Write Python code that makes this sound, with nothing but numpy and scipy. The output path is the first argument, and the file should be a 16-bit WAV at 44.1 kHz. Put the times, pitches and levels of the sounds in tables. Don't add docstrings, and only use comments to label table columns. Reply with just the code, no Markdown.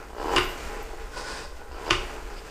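import sys
import numpy as np
from scipy import signal
from scipy.fft import rfft, irfft
from scipy.io import wavfile
from scipy.ndimage import uniform_filter1d

SR = 44100
rng = np.random.default_rng(int(sys.argv[2]) if len(sys.argv) > 2 else 0)


def convert_level_to_amplitude(level_db):
    exponent = np.asarray(level_db, float) / 20
    return 10 ** exponent


def pcm_store(signal):
    levels = np.round(np.clip(np.atleast_2d(signal), -1, 1) * 32767)
    wavfile.write(sys.argv[1], SR, levels.astype(np.int16).T)


N = 110250

# start in seconds, level in dB.
TOOTH_BLOWS = [(.132, -32), (.149, -32), (.166, -30), (.183, -26), (.199, -24), (.215, -23), (.229, -22),
               (.244, -24), (.257, -22), (.270, -24), (.282, -22), (.294, -22), (.305, -22), (.316, -20),
               (.327, -20), (.337, -17), (.347, -20), (.357, -18), (1.714, -35), (1.728, -34), (1.746, -33),
               (1.765, -34), (1.783, -34), (1.798, -35), (1.812, -32), (1.827, -32), (1.841, -31),
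               (1.854, -29), (1.866, -28), (1.879, -22), (1.891, -23)]
# start in seconds, level in dB.
GEAR_KNOCKS = [
    (0.095, -35),
    (.766, -36.5),
    (.806, -34),
    (0.89, -40),
    (.932, -34),
    (1.17, -34.5),
    (1.207, -35),
    (1.615, -36),
]
# start in seconds, peak in dB, brightness in dB, thump in dB.
STOP_BLOWS = [(.229, -27, 4, -23), (0.3624, -6, 6.5, -15.5), (0.3641, -4.5, -1, -33),
              (0.3815, -3.5, -3, -28), (.368, -11, 5, -25), (0.3748, -10.5, -4, -13),
              (1.9024, -21.5, -1, -35), (1.9084, -5, 12.5, -21), (1.9099, -8, -3, -18),
              (1.9165, -15.5, -1.5, -30), (1.9327, -17, 0, -30), (1.929, -17, -4, -40),
              (2.164, -29, -2, -14)]
# start in seconds, joist level in dB, board level in dB.
FLOOR_THUMPS = [
    (0.366, -27.5, -29),
    (1.913, -22, -27.5),
]
# start in seconds, level in dB, decay in seconds.
SHAKEN_PARTS = [
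    (0.362, -22.5, 0.043),
    (0.381, -24.5, 0.0067),
    (1.9022, -23, 0.009),
    (1.906, -25, 0.021),
    (1.927, -27.5, 0.015),
]

# frequency in Hz, level in dB, T60 in seconds.
PEDAL_MODES = [(370, -11, 0.0073), (458, -5.5, 0.023), (620, -7.5, 0.015), (809, -4.5, 0.031),
               (979, 0.5, 0.019), (1308, -10, 0.036), (1570, -8, 0.019), (2945, -3, 0.025)]
STOP_MODES = [(369.2, 0, 0.067), (479, -13.5, 0.034), (840, -18.5, 0.02), (1062, -0.5, 0.039),
              (1243, -11, 0.036), (1480, -6.5, 0.029), (1852, -8, 0.025), (2130, -14, .012),
              (2586, -9, 0.033), (2877, 0, 0.025), (3320, -6, 0.0089), (3520, -9.5, 0.022),
              (4820, -10, 0.012), (5170, -16, 0.019)]
FLOOR_MODES = [(27.85, -5, 1), (48.6, -15, 0.15), (59.3, -8, 1), (105.3, 0.5, 0.32), (175, -18, .06)]
# centre in Hz, width in Hz, level in dB.
BUCKET_PEAKS = [(423, 84, 5.5), (815, 54, 2.5), (1006, 95, -2), (1405, 320, -3.5), (1940, 630, -10),
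                (2594, 255, -11), (4760, 430, -21)]
FREEWHEEL_PEAKS = [(430, 58, 3), (563, 81, 5.5), (806, 42, 3.5), (1040, 76, 7), (1500, 38, 8.5),
                   (2000, 250, -8), (2505, 83, -2), (4960, 810, -3.5)]
SHAKEN_PEAKS = [(373, 55, 2), (1080, 260, -7.5), (1515, 105, -1.5), (1840, 83, -8.5), (2900, 260, -2),
                (4700, 360, -9)]
JOIST_PEAKS = [(25.8, 11.5, 2.5), (55.3, 1.6, 4), (104, 7.9, -7)]
# frequency in Hz, level in dB.
HISS_SPECTRUM = [(60, -24), (110, -11.5), (250, -9.5), (1000, -11), (2700, -16.5), (3700, -22),
                 (7600, -23.5), (10500, -34), (15500, -36)]
SCRAPE_SPECTRUM = [(88, -41), (150, -6.5), (274, -10), (1510, -9), (2060, -15), (8830, -20.5), (15500, -61)]
SHAKE_SPECTRUM = [(200, -17), (400, 2), (1000, 2.5), (2800, 8.5), (3900, 3), (5800, -11.5), (9000, -14),
                  (11000, -32)]
RUMBLE_SPECTRUM = [(4.7, -21), (8.0, 0), (41, -7.5), (66, -6), (90, -28), (120, -44), (200, -120)]
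AIR_SPECTRUM = [(60, -24), (440, -8.5), (1500, -31), (9000, -31), (10500, -42), (14000, -33.5),
                (16000, -64)]
MIC_RESPONSE = [(20, -2), (9000, 4), (10500, 14), (12000, -2), (15000, -24), (16000, -30)]

# time in seconds, speed in turns per second, whirr in dB, wobble in dB,
# hiss of flung water in dB.
BASKET_SPIN = [(0, 19, -39.5, -65, -53), (.12, 13.4, -54, -48, -55), (.33, 21, -39, -36.5, -37),
               (.52, 12.6, -47, -44.5, -42.5), (.62, 20.8, -48.5, -45, -42.5), (.8, 14.6, -45, -40, -45.5),
               (1.06, 15.4, -46, -37.5, -47.5), (1.12, 16, -46.5, -42.5, -49),
               (1.45, 12, -49.5, -54, -52.5), (1.57, 14.4, -55, -61, -52.5), (1.62, 16, -46, -55, -60),
               (1.69, 12.6, -49.5, -48, -58), (1.88, 17.5, -44.5, -44, -43.5), (2.05, 15.8, -45, -45, -44),
               (2.25, 15.1, -45.5, -38.5, -48), (2.4, 16.2, -47.5, -45, -49.5), (2.5, 16, -47, -50, -49.5)]
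# time in seconds, scrape level in dB.
PEDAL_RISE = [
    (1.1, -63),
    (1.14, -46.5),
    (1.18, -38),
    (1.23, -41.5),
    (1.28, -39),
    (1.38, -41),
    (1.45, -43),
    (1.48, -52),
    (1.6, -70),
]
# start in seconds, length in seconds, level in dB.
GUIDE_RUBS = [
    (0.176, 0.21, -51),
    (1.712, 0.084, -57),
    (1.86, 0.047, -47.5),
    (2.3, .1, -60),
    (2.45, .06, -67),
    (2.03, 0.091, -67),
]
# start in seconds, length in seconds, level in dB.
AXLE_SQUEAKS = [
    (1.13, 0.026, -47.5),
    (1.24, 0.056, -43),
    (1.37, 0.097, -52.5),
    (1.6, 0.074, -53.5),
]
# peak in seconds, level in dB, rise in seconds, fall in seconds.
SPRAY_BURSTS = [
    (.45, -52, 0.12, 0.077),
    (.498, -56, .002, 0.028),
    (.83, -53.5, 0.0052, 0.011),
]


def rack():
    start, db = np.transpose(TOOTH_BLOWS)
    push = uniform_filter1d(blows(start, db, scatter_s=0.0061, scatter_db=-23), size=12)
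    start, db = np.transpose(GEAR_KNOCKS)
    soft = uniform_filter1d(blows(start, db, scatter_s=0.011, scatter_db=-12), size=24)
    teeth = convert_level_to_amplitude(0.5) * shell(ring(push, PEDAL_MODES, 0.91))
    return teeth + convert_level_to_amplitude(-4.5) * shell(ring(soft, PEDAL_MODES, 0.92))


def clacks():
    start, peak, bright, thump = np.transpose(STOP_BLOWS)
    crackle_db = -21
    dull = uniform_filter1d(blows(start, peak - bright, 0.0041, crackle_db), size=10)
    sharp = blows(start, peak + bright, 0.00077, crackle_db)
    low = uniform_filter1d(blows(start, peak + thump, 0.0016, crackle_db), size=24)
    body = convert_level_to_amplitude(-15) * ring(dull + convert_level_to_amplitude(-7.5) * sharp, STOP_MODES)
    click = convert_level_to_amplitude(3.5) * uniform_filter1d(uniform_filter1d(sharp, size=4), size=3)
    return body + click + convert_level_to_amplitude(10.5) * shell(ring(low, PEDAL_MODES, 0.76))


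def shakes():
    t = np.arange(N) / SR
    env = sum(convert_level_to_amplitude(db) * (t > s) * np.exp(-np.maximum(t - s, 0) / decay) for s, db, decay in SHAKEN_PARTS)
    rattle = env * grit(1400, 2.3)
    tone = colour(rattle, SHAKE_SPECTRUM) + convert_level_to_amplitude(-3.0) * peaks(rattle, SHAKEN_PEAKS)
    return convert_level_to_amplitude(-3.0) * rms(rattle) * tone


def thumps():
    start, joist_db, board_db = np.transpose(FLOOR_THUMPS)
    joist = uniform_filter1d(blows(start, joist_db, .004, -60), size=150)
    board = uniform_filter1d(blows(start, board_db, .004, -60), size=150)
    return ring(joist, FLOOR_MODES[:1]) + ring(board, FLOOR_MODES[1:])


def basket():
    turn = np.cumsum(curve(BASKET_SPIN, 1)) / SR
    turn = turn - turn[int(.925 * SR)]
    throb_db = 1.1 * np.cos(2 * np.pi * (turn - .2)) + 1.3 * walk(10.12)
    whirr_db = curve(BASKET_SPIN, 2) + throb_db + 2.2 * walk(30.16)
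    whirr = shell(peaks(grit(900, 2.66), BUCKET_PEAKS)) * convert_level_to_amplitude(whirr_db)
    hiss_db = curve(BASKET_SPIN, 4) + throb_db / 2 + walk(25.7)
    hiss = colour(grit(4000, 2.4), HISS_SPECTRUM) * convert_level_to_amplitude(hiss_db)
    harmonics = [(1, -4.0, -1.95), (2, 1, -0.33), (3, -4.0, 0.057)]  # number, dB, phase in radians
    wobble = -sum(convert_level_to_amplitude(db) * np.cos(2 * np.pi * k * turn + phase) for k, db, phase in harmonics)
    return whirr + hiss, wobble * convert_level_to_amplitude(curve(BASKET_SPIN, 3))


def freewheel():
    rise_db = curve(PEDAL_RISE, 1)
    rasp = convert_level_to_amplitude(0.25 * (rise_db + 35)) * colour(grit(5000, 1.3), SCRAPE_SPECTRUM)
    scrape = unit(peaks(grit(1500, 2.2), FREEWHEEL_PEAKS) + rasp) * convert_level_to_amplitude(rise_db + 0.52 * walk(30.18))
    rub = peaks(grit(1100, 1.8), [(4760, 300, 0.5), (2740, 530, 0.5), (5050, 270, 2.0)])
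    rub = rub * gate(GUIDE_RUBS, size=600) * convert_level_to_amplitude(3.3 * walk(38.75))
    squeak = peaks(rng.standard_normal(N), [(1475, 23, 0)]) * gate(AXLE_SQUEAKS, size=900)
    return scrape + rub + squeak


def spray():
    t = np.arange(N) / SR
    env = sum(convert_level_to_amplitude(db) * np.exp(np.minimum((t - s) / rise, (s - t) / fall)) for s, db, rise, fall in SPRAY_BURSTS)
    return env * colour(grit(4400, 3.0), [(5000, -40), (10500, -13), (12500, 4), (14500, 1), (15600, -9)])


def room(x):
    t = np.arange(int(.6 * SR)) / SR
    noise = rng.standard_normal(len(t))
    low = signal.lfilter(*signal.butter(1, 2500, fs=SR), noise)
    low_t60_s, high_t60_s = 0.48, 0.35
    tail = low * convert_level_to_amplitude(-60 * t / low_t60_s) + (noise - low) * convert_level_to_amplitude(-60 * t / high_t60_s)
    tail = tail * np.minimum(t / 0.0048, 1)
    return convert_level_to_amplitude(-5.5) * signal.fftconvolve(x, tail / np.sqrt(np.sum(tail ** 2)))[:N]


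def background():
    rumble = convert_level_to_amplitude(-43.5 + 2.2 * walk(12.44)) * colour(rng.standard_normal(N), RUMBLE_SPECTRUM)
    air = convert_level_to_amplitude(-52) * colour(rng.standard_normal(N), AIR_SPECTRUM)
    return rumble + air + convert_level_to_amplitude(-52) * peaks(rng.standard_normal(N), JOIST_PEAKS)


def blows(times, db, scatter_s, scatter_db):
    length = 900
    x, n = np.zeros(N + length), np.arange(length)
    for start, level in zip(times, db):
        blow = convert_level_to_amplitude(scatter_db) * rng.standard_normal(length) * np.exp(-n / SR / scatter_s)
        blow[0] = 1
        i = int(start * SR)
        x[i:i + length] += convert_level_to_amplitude(level) * blow
    return x[:N]


def grit(per_s, spread_db):
    chance, sign, size = rng.random((3, N))
    return unit((chance < per_s / SR) * np.sign(sign - .5) * convert_level_to_amplitude(-spread_db * np.log(size + .02)))


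def ring(x, modes, flip=-1):
    total = 0
    for k, (hz, db, t60) in enumerate(modes):
        pole = np.exp((2j * np.pi * hz - np.log(1000) / t60) / SR)
        total = total + flip ** k * convert_level_to_amplitude(db) * signal.lfilter([1], [1, -pole], x).imag
    return total


def peaks(x, table):
    return unit(ring(x, [(hz, db + 20 * np.log10(width), 2.6 / width) for hz, width, db in table]))


def shell(x):
    return signal.sosfilt(signal.butter(3, 328, "high", fs=SR, output="sos"), x)


def colour(x, points):
    hz = np.maximum(np.fft.rfftfreq(N, 1 / SR), 1)
    at_hz, db = np.transpose(np.array(points, float))
    gain_db = np.interp(np.log(hz), np.log(at_hz), db, left=-60, right=-90)
    return unit(irfft(rfft(x) * convert_level_to_amplitude(gain_db), N))


def gate(rows, size):
    t = np.arange(N) / SR
    return uniform_filter1d(sum(convert_level_to_amplitude(db) * ((t > s) & (t < s + d)) for s, d, db in rows), size=size)


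def curve(rows, col):
    rows = np.array(rows, float)
    return np.interp(np.arange(N) / SR, rows[:, 0], rows[:, col])


def walk(rate):
    k = int(SR / rate)
    steps = np.repeat(rng.standard_normal(N // k + 1), k)
    return unit(uniform_filter1d(uniform_filter1d(steps, k), k)[:N])


def rms(x):
    return np.sqrt(np.mean(x ** 2))


def unit(x):
    return x / rms(x)


def scene():
    whirr, wobble = basket()
    hits = clacks() + shakes()
    hits = colour(hits, MIC_RESPONSE) * rms(hits)
    near, teeth = hits + whirr + freewheel(), rack()
    mid = near + teeth + room(near + convert_level_to_amplitude(-3) * teeth)
    mid = mid + thumps() + wobble + spray() + background()
    side_spectrum = [(20, -30), (150, 10), (1000, 16.0), (8000, -12), (12000, -2), (15500, 1)]
    side = convert_level_to_amplitude(-71) * colour(rng.standard_normal(N), side_spectrum) + convert_level_to_amplitude(-36.5) * room(mid)
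    return np.array([mid + side, mid - side])


def top_cut(x):
    return signal.sosfilt(signal.butter(12, 16230, fs=SR, output="sos"), x)


def record(dry):
    peak = 1.4
    rounded = peak * np.tanh(dry / peak)
    mix = signal.sosfiltfilt(signal.butter(8, 15500, fs=SR, output="sos"), rounded)
    return top_cut(mix)


dry = scene()
out = record(dry)
pcm_store(out)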